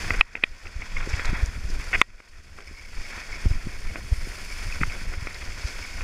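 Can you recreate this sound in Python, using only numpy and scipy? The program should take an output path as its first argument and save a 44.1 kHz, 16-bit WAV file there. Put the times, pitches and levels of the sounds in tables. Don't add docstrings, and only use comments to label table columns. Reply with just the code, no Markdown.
import sys
import numpy as np
from scipy import signal
from scipy.fft import rfft, irfft, next_fast_len
from scipy.io import wavfile
from scipy.ndimage import uniform_filter1d, minimum_filter1d

SR = 44100
rng = np.random.default_rng(int(sys.argv[2]) if len(sys.argv) > 2 else 0)


def output_pcm(signal):
    pcm = np.clip(np.atleast_2d(signal).T, -1, 1) * 32767
    wavfile.write(sys.argv[1], SR, np.round(pcm).astype(np.int16))


N = 265923
TIME = np.arange(N) / SR

# time in seconds, relative level in dB.
WIND_LEVELS = [(0.0, -27.5), (0.72, -30), (1.16, -25.0), (1.87, -33.5), (2.11, -26), (2.21, -37),
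               (2.39, -32.5), (3.33, -38.5), (3.47, -28), (3.81, -34.5), (4.25, -33.0), (4.51, -39.5),
               (4.86, -28), (5.0, -32.5), (5.92, -38), (6.02, -26)]
# centre in seconds, push in dB, pitch of the push in Hz.
EDDIES = [(0.764, -15.5, 47.7), (1.075, -20, 233), (1.141, -11.5, 51), (1.295, -18.5, 58.5),
          (1.332, -19.5, 150), (1.435, -11.5, 43.6), (1.651, -24, 49.4), (1.702, -31.5, 193),
          (2.713, -30.5, 197), (3.458, -18.5, 154), (3.467, -13, 47.6), (3.513, -13.5, 55),
          (3.671, -23, 146), (4.126, -11, 48), (4.274, -31.5, 203), (4.815, -18, 133), (4.837, -24.5, 77.4),
          (4.88, -24.5, 60), (5.018, -35, 141), (5.18, -26, 44.4), (5.227, -25.5, 68.6),
          (5.652, -19.5, 44.7)]
# resonance in Hz, width in Hz, gain in dB.
HOUSING_MODES = [(467, 140, -20), (1070, 190, 6), (1335, 450, 7), (1900, 20, -7.5), (2080, 350, 8),
                 (2390, 240, 3.5), (3110, 350, -6), (3300, 740, -27.5)]
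# start in seconds, length in seconds, level in dB, pitch in Hz.
RATTLES = [(0.136, 0.017, -30.5, 1670), (0.364, 0.014, -24, 2250), (0.425, 0.019, -23, 1910),
           (0.669, 0.0038, -24, 2380), (0.817, 0.011, -28.5, 2130), (0.965, 0.011, -26.5, 2140),
           (1.003, 0.01, -27.5, 1510), (1.131, 0.012, -28.5, 2250), (1.9304, 0.0305, -20.5, 1890),
           (2.011, 0.016, -38, 1700), (3.894, 0.0073, -40, 2160), (3.959, 0.014, -42, 2000),
           (4.807, 0.023, -35, 2220), (4.898, 0.01, -36, 2400)]
# start in seconds, ring's peak in dB before the gain control,
# main pitch in Hz, its width in Hz, rebound share from 0 to 1, thud share from 0 to 1.
HOUSING_KNOCKS = [(0.1054, -6.5, 1930, 690, 0.7, 0.25), (.2100, 19, 2615, 240, 0.56, 0.09),
                  (0.353, 1, 2100, 600, 0.45, 0.33), (0.4374, 13.5, 2520, 2840, 1, 0.25),
                  (0.655, -19, 2240, 900, 0, 0.2), (.8205, -13.5, 2190, 88.6, 0, 0),
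                  (0.9674, -14, 2200, 120, 0.2, 0.02), (1.004, -20, 1460, 600, .3, 0.2),
                  (1.1956, -13.5, 1850, 1200, 0.9, 0.33), (1.248, -16.5, 1600, 900, 0.1, 0),
                  (2.0151, 22.5, 2270, 2300, 0.33, 0.15), (2.2025, -17, 1630, 900, 0, 0.65),
                  (2.587, -20, 1540, 900, 0.2, 0.54), (2.605, -23.5, 3300, 500, 0.6, 0),
                  (3.1785, -27, 1410, 700, 0.1, 0.75), (3.9578, -20, 1460, 1210, 0.1, 0.83),
                  (4.7238, -24.5, 2550, 300, 0.44, .05), (4.8137, -21, 2130, 700, 0.6, 0.2),
                  (4.8334, -8, 1570, 600, 0.5, .15), (5.1375, -24, 1690, 1000, 0.4, 0.5),
                  (5.2712, -19.5, 1730, 1190, 0.4, 0.67), (6.0082, -22.5, 2140, 400, 0.7, 0.36)]
# centre in seconds, half-length in seconds, level in dB, pitch in Hz.
SNOW_SPURTS = [(0.334, 0.0071, -34.5, 5170), (0.671, 0.018, -40, 4770), (1.097, 0.011, -35.5, 5500),
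               (1.16, 0.013, -36, 4850), (1.256, 0.0086, -30, 4600), (1.461, 0.0011, -27, 5900),
               (1.699, .025, -46, 5330), (5.265, 0.007, -43, 4550), (5.347, 0.0068, -42.5, 4450),
               (5.677, 0.025, -40.5, 4900)]
# time in seconds, relative level in dB.
EDGE_BITE = [(0, -50), (1.2, -58), (1.6, -64), (2.85, -50), (3.03, -49), (3.35, -47), (3.6, -55),
             (4.2, -57), (4.65, -43.5), (5.0, -54.5), (6.03, -49)]
# time in seconds, then relative levels in dB of edge scrape, base hiss and fine spray.
GLIDE_LEVELS = [(0.0, -37.5, -38, -50.5), (0.18, -38.5, -43.5, -56.5), (0.42, -36, -40, -53.0),
                (0.5, -40.5, -42, -54.5), (1.16, -35.5, -39.5, -55.0), (1.36, -37.0, -46, -57.5),
                (1.59, -45, -50, -61.0), (1.97, -40, -43.5, -56), (2.87, -44.5, -47.5, -59),
                (3.03, -42, -44.0, -57.5), (3.17, -42.0, -47, -59.5), (4.03, -45.5, -49.5, -59),
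                (4.15, -44.5, -47, -55.5), (4.74, -41.5, -43.5, -54), (5.18, -42.5, -48.5, -59.5),
                (5.6, -43, -45, -58.5), (5.68, -42.0, -44.0, -56.5), (6.02, -42, -44.5, -56)]
# centre in seconds, extra slush in dB.
SNOW_HEAPS = [(.13, 7), (.37, 10), (.67, 11.5), (1.969, 4), (2.6, 11), (3.96, 12), (5.14, 5)]
# frequency in Hz, relative density in dB.
WIND_SPECTRUM = [(14, 8.5), (25, 8), (40, -3.5), (62, -5.5), (85, -7.5), (125, -20.5), (190, -22.5),
                 (400, -37)]
SLUSH_SPECTRUM = [(90, -14), (180, 1), (260, 0), (420, 1.5), (750, -1), (1000, -19), (1500, 1)]
SCRAPE_SPECTRUM = [(600, -18), (1000, 0.5), (1220, -2), (1440, 3), (1620, 0.5), (1900, 5.5), (2030, 2.5),
                   (2220, 4.5), (2550, 2.5), (2750, -11), (3000, -61), (3280, -4), (3700, -12), (4300, -24)]
HISS_SPECTRUM = [(2500, 8), (3400, 2), (3800, 1), (4080, -3.5), (4350, 7), (4650, 8), (4850, 7.5),
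                 (5150, 10.5), (5600, 4.5), (6300, 4.5), (7200, 0.5), (7650, 2), (8300, -13), (9000, -83.5)]
SPRAY_SPECTRUM = [(7000, -39.5), (8350, -4.5), (8750, 6.5), (9300, 4), (10400, 0), (11200, -3),
                  (11800, -2.5), (12400, -6), (13000, -8), (13700, -9), (15200, -10.5)]


def from_db(db):
    return 10 ** (np.asarray(db) / 20)


def unit_rms(x):
    return x / np.sqrt(np.mean(x ** 2) + 1e-20)


def curves(rows):
    times, *columns = np.transpose(rows)
    return [np.interp(TIME, times, column) for column in columns]


def add(out, start_s, sound):
    at = max(round(start_s * SR), 0)
    out[at:at + len(sound)] += sound[:max(N - at, 0)]


def coloured(x, spectrum):
    hz, db = np.transpose(spectrum)
    size = 2 * next_fast_len(N // 2 + 4096)
    octave, points = np.log2(np.arange(size // 2 + 1) * SR / size + 1), np.log2(hz)
    octaves_outside = np.abs(octave - np.clip(octave, points[0], points[-1]))
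    gain = from_db(np.interp(octave, points, db) - 24 * octaves_outside)
    cepstrum = irfft(np.log(gain))
    response = np.exp(rfft(np.r_[0, 2 * cepstrum[1:size // 2]], size))
    return unit_rms(irfft(rfft(x, size) * response)[:N])


def drift(hz):
    step, settle = 20, 2000
    pole = np.exp(-2 * np.pi * hz * step / SR)
    noise = rng.standard_normal(N // step + settle + 2)
    slow = signal.lfilter([1], [1, -2 * pole, pole * pole], noise)[settle:]
    return np.interp(np.arange(N) / step, np.arange(len(slow)), unit_rms(slow))


def resonance(x, hz, width_hz):
    radius = np.exp(-np.pi * width_hz / SR)
    feedback = [1, -2 * radius * np.cos(2 * np.pi * hz / SR), radius ** 2]
    return signal.lfilter(np.array([1, 0, -1]) * (1 - radius ** 2) / 2, feedback, x + 1e-18)


def steep_band(x, hz, width_hz):
    return unit_rms(resonance(resonance(x, hz, width_hz), hz, 2 * width_hz))


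def low_pass(x, hz, order):
    return signal.sosfilt(signal.butter(order, min(hz, SR / 3), fs=SR, output="sos"), x + 1e-18)


def wind(level_db=1.5, lump_db=3.5, puff_s=0.0088, puff_db=-26, puff_db_per_octave=5.5):
    wind_db, = curves(WIND_LEVELS)
    out = coloured(rng.standard_normal(N), WIND_SPECTRUM)
    out *= from_db(wind_db + level_db + lump_db * drift(hz=13))
    t = TIME[:SR // 10] - 0.05
    for centre_s, push_db, hz in EDDIES:
        phase = 2 * np.pi * hz * t
        push = -phase * np.exp((1 - phase ** 2) / 2)
        turbulence = steep_band(rng.standard_normal(len(t)), hz=270, width_hz=320)
        puff = turbulence * np.exp(-(t / puff_s) ** 2 / 2)
        puff_gain = from_db(puff_db + puff_db_per_octave * np.log2(hz / 100))
        add(out, centre_s + t[0], from_db(push_db) * (push + puff_gain * puff))
    return out


def housing(force):
    return sum(from_db(db) * resonance(force, hz, width_hz) for hz, width_hz, db in HOUSING_MODES)


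def rattles(slips_per_s=500, uneven_db=1.5, top_hz=2900, thud_db=-15):
    out, samples = np.zeros(N), SR // 10
    for start_s, length_s, db, hz in RATTLES:
        gaps = rng.uniform(0.5, 1.5, 40)
        sizes = from_db(uneven_db * rng.standard_normal(40))
        times = (np.cumsum(gaps) - gaps[0]) / slips_per_s
        inside = times < length_s
        force = np.zeros(samples)
        force[(times[inside] * SR).astype(int)] = sizes[inside]
        ring = housing(steep_band(force, hz, width_hz=1000))
        ring = unit_rms(low_pass(ring, top_hz, order=6))
        thud = from_db(thud_db) * steep_band(force, hz=330, width_hz=500)
        add(out, start_s, from_db(db) * np.sqrt(length_s * SR / samples) * (ring + thud))
    return out


def knocks(rebound_s=0.00155, buzz_s=0.0019, crack_s=0.00054, crack_db=-33, broadband_share=0.21):
    out, t = np.zeros(N), TIME[:SR // 20]
    blow = signal.unit_impulse(len(t))
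    buzz_envelope = 0.18 * (t / buzz_s) * np.exp(1 - 2 * t / buzz_s)
    thud = low_pass(resonance(blow, hz=260, width_hz=520), hz=1300, order=2)
    thud /= np.abs(thud).max()
    for start_s, db, hz, width_hz, rebound_share, thud_share in HOUSING_KNOCKS:
        force = blow + buzz_envelope * rng.standard_normal(len(t))
        force[round(rebound_s * SR)] += rebound_share
        top_hz = 3050 + 36 * max(db, -10)
        ring = housing(resonance(force, hz, width_hz) + broadband_share * force)
        ring = low_pass(ring, top_hz, order=6)
        ring /= np.abs(ring).max()
        bright_noise = unit_rms(resonance(rng.standard_normal(len(t)), hz=5600, width_hz=3000))
        crack = from_db(crack_db) * bright_noise * np.exp(-t / crack_s)
        add(out, start_s, from_db(db) * (ring + thud_share * thud + crack))
    return out


def spurts(width_hz=1700):
    out, t = np.zeros(N), TIME[:SR // 10] - 0.05
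    for centre_s, half_length_s, db, hz in SNOW_SPURTS:
        droplets = rng.standard_normal(len(t)) ** 3
        swell = np.exp(-2 * (t / half_length_s) ** 2)
        add(out, centre_s + t[0], from_db(db) * steep_band(droplets, hz, width_hz) * swell)
    return out


def grains(per_s, spread_db):
    sizes = from_db(spread_db * np.minimum(rng.exponential(1, N), 4))
    signs = rng.choice([-1, 1], N)
    breaks = rng.random(N) < per_s / SR
    return unit_rms(sizes * signs * breaks)


def edges(judder_db=4.0, sizzle_db=-8):
    bite_db, = curves(EDGE_BITE)
    drag = grains(per_s=220, spread_db=3) * from_db(bite_db + judder_db * drift(hz=16))
    drag_rms = np.sqrt(np.mean(drag ** 2))
    sing = steep_band(drag, hz=2220, width_hz=170)
    sizzle = from_db(sizzle_db) * steep_band(drag, hz=5200, width_hz=450)
    return drag_rms * (sing + sizzle)


def skis(ripple_db=0.88, lump_db=1.5, judder_db=-2.07, flutter_db=1.3, heap_half_s=0.032,
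         slush_trim_db=-7.0, slush_follows=0.8, scrape_trim_db=-1.5, hiss_trim_db=-0.05):
    scrape_db, hiss_db, spray_db = curves(GLIDE_LEVELS)
    edging_db = scrape_db - np.mean(scrape_db)
    heaps_db = sum(db * np.exp(-((TIME - centre_s) / heap_half_s) ** 2) for centre_s, db in SNOW_HEAPS)
    slush_db = np.mean(scrape_db) + slush_trim_db + slush_follows * edging_db + heaps_db
    load_db = ripple_db * drift(hz=20)
    grains_per_s = 6000 * from_db(edging_db + load_db)
    slush = coloured(grains(grains_per_s / 2, spread_db=1), SLUSH_SPECTRUM)
    slush *= from_db(slush_db + lump_db * drift(hz=35))
    scrape = coloured(grains(grains_per_s, spread_db=1), SCRAPE_SPECTRUM)
    scrape *= from_db(scrape_db + scrape_trim_db + judder_db * drift(hz=69))
    fizz = grains(per_s=20000, spread_db=2) * from_db(0.4 * load_db + flutter_db * drift(hz=60))
    hiss = coloured(fizz, HISS_SPECTRUM) * from_db(hiss_db + hiss_trim_db)
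    spray = coloured(fizz, SPRAY_SPECTRUM) * from_db(spray_db)
    return (slush + scrape) * from_db(load_db) + hiss + spray


def scene():
    return (skis() + edges() + spurts() + knocks() + rattles() + wind())[None]


def gain_control(x, max_cut_db=18, hold_s=0.12, release_db_per_s=17, ahead_s=0.001):
    hold, ahead = int(hold_s * SR), int(ahead_s * SR)
    over_db = np.clip(20 * np.log10(np.abs(x) + 1e-9), 0, max_cut_db)
    held_db = -minimum_filter1d(-over_db, hold, origin=(hold - 1) // 2, mode="constant")
    recovery_db = release_db_per_s * TIME
    cut_db = np.maximum.accumulate(held_db + recovery_db) - recovery_db
    early_cut_db = np.pad(cut_db[ahead:], (0, ahead), "edge")
    return x * from_db(-uniform_filter1d(early_cut_db, ahead))


def record(dry):
    clipped = np.clip(gain_control(dry[0]), -1, 1)
    top_cut = signal.ellip(10, 0.1, 70, 15500, fs=SR, output="sos")
    return signal.sosfilt(top_cut, clipped)[None]


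dry = scene()
out = record(dry)
output_pcm(out)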